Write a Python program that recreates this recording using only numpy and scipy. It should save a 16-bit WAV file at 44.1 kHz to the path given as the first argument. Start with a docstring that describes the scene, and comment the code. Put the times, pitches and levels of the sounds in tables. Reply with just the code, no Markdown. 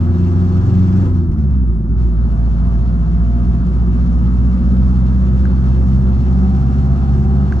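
"""Inside a small old car, shifting up

An air-cooled four behind the seats pulls, the driver shifts up, revs fall and climb again.
Firing tones boom in the cabin over filtered-noise rumble, roar and hiss; roar and hiss fade off throttle.
Gears whine on and off as unsteady sines, the linkage scuffs, tinware buzzes in shaky notes.
The suspension thumps over slab joints and trim ticks, both as decaying sines.
Two close microphone ports hear the bass nearly alike and the treble less so."""
import sys
import numpy as np
from scipy import signal
from scipy.fft import rfft, irfft
from scipy.io import wavfile
from scipy.ndimage import map_coordinates

SR = 44100
rng = np.random.default_rng(int(sys.argv[2]) if len(sys.argv) > 2 else 0)


def transcribe(signal):
    """Save signal, clipped to [-1, 1], as a 16-bit WAV file at the path in sys.argv[1]."""
    frames = np.atleast_2d(signal).T
    limited = np.clip(frames, -1, 1)
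    pcm = np.round(limited * 32767).astype(np.int16)
    wavfile.write(sys.argv[1], SR, pcm)


def linear_from_db(decibels):
    """Turn decibels (scalar or array-like) into linear amplitude factors; 0 gives 1."""
    return 10 ** (np.asarray(decibels, float) / 20)


N = 335160
TIME = np.arange(N) / SR  # s
FREQ = np.maximum(np.arange(N // 2 + 1) * SR / N, 1)  # Hz, bins of the whole-length spectrum
LEFT_RIGHT = np.array([[.5], [-.5]])  # splits a left-minus-right difference between the ports


def curves(table):
    """Columns of a table, joined over time."""
    s, *columns = np.transpose(table)
    return [np.interp(TIME, s, c) for c in columns]


def over_hz(table, hz):
    """Columns of a table, joined over log frequency."""
    f, *columns = np.transpose(table)
    return [np.interp(np.log(hz), np.log(f), c) for c in columns]


def walk(rate):
    """Smooth random wander, spread near 1, through `rate` random knots per second."""
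    knots = rng.standard_normal(int(N / SR * rate) + 4)
    # a cubic curve every 64 samples, straight lines between
    coarse = map_coordinates(knots, [np.arange(0, N + 64, 64) / SR * rate], order=3)
    return np.interp(np.arange(N) / 64, np.arange(len(coarse)), coarse)


def tone(cycles):
    """A sine of rms 1 from a running count of cycles, at a random phase."""
    return np.sqrt(2) * np.sin(2 * np.pi * (cycles + rng.random()))


def ports(shared, apart=0):
    """Two ports: a shared spectrum arrives shifted and tilted, mixed with what each port hears alone."""
    # How alike the two microphone ports hear. Each row: frequency in Hz, likeness 0-1,
    # left lead in rad, left minus right in dB.
    port_rows = [(30, .97, .45, -1.6), (62, .999, .58, -1), (130, .995, .32, .7), (250, .98, .38, .8),
                 (380, .85, .3, .5), (600, .75, 1.1, 1), (800, .8, 1.8, 1.2), (1050, .7, 1.5, 1),
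                 (1400, .5, 2.3, -1.2), (2200, .45, 2.3, 0), (4000, .4, 1.2, 4), (9500, .5, .8, 6)]
    like, lead, tilt_db = over_hz(port_rows, FREQ)
    like = np.clip(like, 0, 1)
    if np.isscalar(apart):
        like = 1  # nothing heard alone
    together = np.sqrt(like) * np.exp(1j * LEFT_RIGHT * lead) * shared
    return linear_from_db(LEFT_RIGHT * tilt_db) * (together + np.sqrt(1 - like) * apart)


def noise(colour, flicker_db, flicker_rate, swell_db, ripple_db):
    """Stereo noise of rms 1 in half-octave bands that swell together and flicker alone."""
    # Panels that ring with the noise. Each row: frequency in Hz, width in Hz, boost in dB.
    panels = [(530, 60, 2.5), (690, 50, 2.5), (780, 55, 3.5), (1010, 100, 4), (1280, 130, 4.5),
              (2750, 150, 3), (4350, 130, 4)]
    db = over_hz(colour, FREQ)[0]
    db = db + sum(g / (1 + ((FREQ - f) / (w / 2)) ** 2) for f, w, g in panels)
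    # countless small sheet-metal modes leave a fine ripple, a peak about every 60 Hz
    ripple = walk(SR / N * SR / 2 / 30)[:N:2]
    db = db + ripple_db * ripple[np.minimum(np.arange(len(FREQ)), N // 2 - 1)]
    white = rfft(rng.standard_normal((3, N)))  # one shared, one for each port alone
    spectrum = linear_from_db(db) * ports(white[0], white[1:])
    out, swell = 0, walk(2 * flicker_rate)
    loudest_db, octave = max(c[1] for c in colour), np.log2(FREQ)
    for centre in np.arange(4, 14, .5):
        if np.interp(centre, octave, db) > loudest_db - 45:  # skip inaudible bands
            share = np.cos(np.pi * np.clip(octave - centre, -.5, .5)) ** 2
            gain = linear_from_db(flicker_db * walk(flicker_rate) + swell_db * swell)
            out = out + gain * irfft(share * spectrum, N)
    return out / np.sqrt(np.mean(np.mean(out, axis=0) ** 2))


def engine(hz, load_db):
    """Firing tone and its multiples ring the cabin; uneven cylinders add orders that wander in strength."""
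    # Cabin boom on the firing tone and its second and third multiples.
    # Each row: frequency in Hz, level in dB before the load and source trims.
    boom = [(53, -22), (57, -13.5), (63, -11.5), (70, -13.5), (80.5, -19.5), (87, -13), (94, -13),
            (108, -26), (124, -26.5), (137, -20), (160, -20.5), (173, -22.5), (184, -18.5), (196, -17),
            (210, -22.5), (250, -24), (265, -33.5), (285, -26.5)]
    # Uneven cylinders and exhaust runs. Each row: multiple of the firing rate,
    # level in dB before load and cabin.
    orders = [(0.499, -34.5), (0.752, -30.5), (1.25, -28), (1.5, -40), (1.75, -31.5), (2.25, -43),
              (2.5, -40.5), (2.75, -27.5), (3.25, -35), (3.5, -40), (3.75, -36), (4, -31.5), (5, -45)]
    # How the cabin passes those orders. Each row: frequency in Hz, gain in dB.
    cabin = [(30, -13), (60, -4.5), (115, 3), (150, -1.5), (190, 3.5), (250, 2), (280, -12.5), (305, 3),
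             (335, -1.5), (375, -4), (430, -14)]
    # The driveline shudders as the clutch bites. One row: start in seconds, shudder rate in Hz,
    # swing of the firing rate in Hz, swing of the firing tone in dB, decay time constant in seconds.
    shudder_row = (1.97, 4.6, 3.5, 3.0, .55)
    first_db, second_db, third_db = (over_hz(boom, order * hz)[0] for order in (1, 2, 3))
    # dB for each dB of load: uneven orders and overtones thin out off throttle
    uneven_db, thin_db = 0.37 * load_db, .2 * load_db
    s, shudder_hz, swing_hz, swing_db, fade = shudder_row
    age = np.maximum(TIME - s, 0)
    shudder = np.sin(2 * np.pi * shudder_hz * age) * np.exp(-age / fade)
    hz, first_db = hz + swing_hz * shudder, first_db + swing_db * shudder
    third_db = third_db - 4  # weaker at the source
    firings = np.cumsum(hz * (1 + .003 * walk(25))) / SR
    out = linear_from_db(first_db + 0.47 * walk(12)) * tone(firings)
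    out = out + linear_from_db(second_db + thin_db + 3 * walk(12)) * tone(2 * firings)
    out = out + linear_from_db(third_db + thin_db + 3 * walk(12)) * tone(3 * firings)
    for order, db in orders:
        order_db = db + uneven_db + over_hz(cabin, order * hz)[0] + 3.5 * walk(7)
        out = out + linear_from_db(order_db) * tone(order * firings)
    return out


def gears():
    """Meshing teeth sing slightly unsteady notes that creep upward, swelling in and out."""
    # Gear whine, one row each time it sings. Each row: start and end in seconds (at half gain),
    # start and end pitch in Hz, rms level in dB around which it wanders.
    whines = [(0, 1.101, 769, 796, -51), (2.199, 3.856, 669, 693, -45.5),
              (3.998, 6.505, 532.5, 543.7, -50.5), (5.197, 7.601, 357, 385, -38.5),
              (6.154, 7.598, 766.1, 793.9, -40.5), (6.305, 7.606, 742, 760, -45.5),
              (6.599, 7.601, 676, 690, -45.5)]
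    fade_s = 0.22  # half of the whole fade
    out = 0
    for start, end, start_hz, end_hz, db in whines:
        hz = np.interp(TIME, [start, end], [start_hz, end_hz])
        gate = np.clip(np.minimum(TIME - start, end - TIME) / (2 * fade_s) + .5, 0, 1)
        cycles = np.cumsum(hz * (1 + .011 * walk(45))) / SR
        out = out + gate * linear_from_db(db + 3 * walk(14)) * tone(cycles)
    return out


def tinware():
    """Loose sheet metal buzzes in narrow shaky notes that come and go."""
    # Each row: pitch in Hz, level in dB relative to the hiss, around which it wanders.
    buzzes = [(2330, -22), (2700, -16.5), (2900, -19), (3500, -19.5)]
    out = 0
    for hz, db in buzzes:
        cycles = np.cumsum(hz * (1 + .012 * walk(60))) / SR
        out = out + linear_from_db(db + 4 * walk(4) + 3 * walk(40)) * tone(cycles)
    return out


def road_rumble(hz):
    """Low noise from the body, which rumbles harder at higher revs."""
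    # Each row: frequency in Hz, relative density in dB per Hz.
    rumble_colour = [(22, -23.5), (38, -4), (60, 2), (85, -7), (120, 0), (190, -6), (250, -10),
                     (290, -13.5), (370, -13.5), (440, -35), (600, -47.5), (1000, -86.5)]
    rumble_db = -22.5 + 1.5 * np.log2(hz / 62.6)  # 1.5 dB per octave of firing rate, from 62.6 Hz
    return linear_from_db(rumble_db) * noise(rumble_colour, flicker_db=1.5, flicker_rate=5.2, swell_db=0.37, ripple_db=-0.5)


def roar(load_db, rubbing):
    """Mid-range noise that follows the throttle, joined by the body of the linkage scuffs."""
    # Each row: frequency in Hz, relative density in dB per Hz.
    roar_colour = [(300, -24), (420, -1), (600, -3), (845, -3.5), (1000, -3), (1110, -5), (1300, -5.5),
                   (1650, -9), (2000, -23.5), (2600, -44), (4000, -91)]
    steady = linear_from_db(-39 + 0.62 * load_db)
    gain = np.hypot(steady, linear_from_db(13) * rubbing)  # scuffs are 13 dB louder here than in the hiss
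    return gain * noise(roar_colour, flicker_db=.8, flicker_rate=12, swell_db=.5, ripple_db=1.8)


def clatter(hz):
    """Gain that throbs at the firing rate and, four times slower, with the valve gear on the camshaft."""
    turn = 2 * np.pi * np.cumsum(hz) / SR
    return 1 + .12 * np.cos(turn) + .1 * np.cos(turn / 4 + walk(3))


def engine_hiss(hz, hiss_db, rubbing):
    """Treble noise that throbs with the clatter, joined by the scrape of the linkage scuffs."""
    # Each row: frequency in Hz, relative density in dB per Hz.
    hiss_colour = [(800, -68.5), (1300, -24), (1900, -0.5), (3000, -6), (4430, -8.5), (6000, -11),
                   (7600, -16.5), (9000, -24.5), (9800, -35)]
    gain = np.hypot(linear_from_db(hiss_db) * clatter(hz), rubbing)
    return gain * noise(hiss_colour, flicker_db=0.76, flicker_rate=15, swell_db=0.73, ripple_db=2.0)


def top_hiss():
    """Thin noise at the very top, independent of the throttle."""
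    # Each row: frequency in Hz, relative density in dB per Hz.
    top_colour = [(7000, -31.5), (9200, -14.5), (9550, 1), (9900, 1.5), (11000, -60.5)]
    return linear_from_db(-78.0) * noise(top_colour, flicker_db=3.0, flicker_rate=33, swell_db=1.5, ripple_db=3)


def scuffs():
    """Gain of short rubbing bursts from the gear linkage, quick to start and slower to fade."""
    # Each row: time in seconds (the burst starts half a length earlier),
    # length in seconds, peak gain in dB in the hiss band.
    rubs = [(1.173, 0.067, -59.5), (1.325, 0.025, -58.5), (1.408, 0.078, -59.5), (1.537, 0.09, -60.5),
            (1.683, 0.034, -68), (2.041, 0.16, -59), (5.663, .06, -57)]
    out = 0
    for s, length, db in rubs:
        age = np.maximum(TIME - s + length / 2, 0) / (length / 3)
        out = out + linear_from_db(db) * age * np.exp(1 - age)
    return out


def thumps():
    """At a slab joint a soft tyre blow makes the body bounce for a few cycles."""
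    # Each row: start in seconds, level in dB (the envelope peaks 4.6 dB above it), bounce in Hz.
    joints = [(1.28, -25.5, 44.6), (2.619, -25, 84.9), (3.422, -23.5, 73.9), (7.122, -22, 45.1)]
    out = 0
    for s, db, hz in joints:
        age = np.maximum(TIME - s, 0)
        envelope = (age / 0.023) * np.exp(1 - age / 0.039)
        out = out + linear_from_db(db) * envelope * np.sin(2 * np.pi * hz * age)
    return out


def trim():
    """Hard plastic snaps and rings for a few milliseconds."""
    # Each row: start in seconds, level in dB, left minus right in dB.
    ticks = [(5.4534, -18, 7.5), (7.5236, -11, -3.5)]
    # Modes of the plastic. Each row: frequency in Hz, level in dB, time to fall 60 dB in seconds.
    modes = [(1560, 0, .013), (1900, -12, .008), (3300, -15, .003), (4200, -10, .003), (6200, -16, .004)]
    out = 0
    for s, db, pan_db in ticks:
        age = np.maximum(TIME - s, 0)
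        ring = 0
        for hz, g, t60 in modes:
            ring = ring + linear_from_db(g) * np.exp(-np.log(1000) * age / t60) * np.sin(2 * np.pi * hz * age)
        out = out + linear_from_db(db + LEFT_RIGHT * pan_db) * ring * (1 - np.exp(-age / .001))
    return out


def scene():
    """Tones reach both ports as one wave; the noises part towards the treble."""
    # Engine speed before shudder and jitter. Each row: time in seconds, firing rate in Hz.
    revs = [(0.0, 85.7), (0.3, 90.96), (0.78, 92), (1.06, 94.2), (1.2, 87.1), (1.61, 62.93), (1.8, 53.37),
            (2.01, 58.95), (2.41, 57.31), (5.57, 65.09), (6.1, 65.17), (6.43, 67.53), (7.6, 69.77)]
    # Throttle. Each row: time in seconds, engine load in dB.
    throttle = [(0, -0.5), (.9, 1.5), (1.07, 2.5), (1.13, -5), (1.25, -9.5), (1.6, -13), (1.93, -12.5),
                (2.14, -9), (2.25, -5.5), (3.1, -3.5), (5.6, -1), (6.25, -0.5), (7.6, -0.5)]
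    hz, load_db, rubbing = curves(revs)[0], curves(throttle)[0], scuffs()
    hiss_db = -54 + load_db
    tones = engine(hz, load_db) + gears() + thumps() + linear_from_db(hiss_db) * tinware()
    body = irfft(ports(rfft(tones)), N)
    noises = road_rumble(hz) + roar(load_db, rubbing) + engine_hiss(hz, hiss_db, rubbing) + top_hiss()
    return body + noises + trim()


def band_limit(x):
    """A steep low-pass at the top of the band."""
    return signal.sosfilt(signal.butter(12, 9940, fs=SR, output="sos"), x)


def record(dry):
    """The recorder fades in over a few milliseconds, rounds the loudest peaks and cuts the top."""
    fade_in = np.sin(np.pi / 2 * np.minimum(TIME / .006, 1)) ** 2
    rounded = np.tanh(0.6 * dry * fade_in) / 0.61
    low_pass = signal.ellip(10, .2, 80, 9780, fs=SR, output="sos")  # ripple and stop in dB, edge in Hz
    return band_limit(signal.sosfilt(low_pass, rounded))


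dry = scene()
out = record(dry)
transcribe(out)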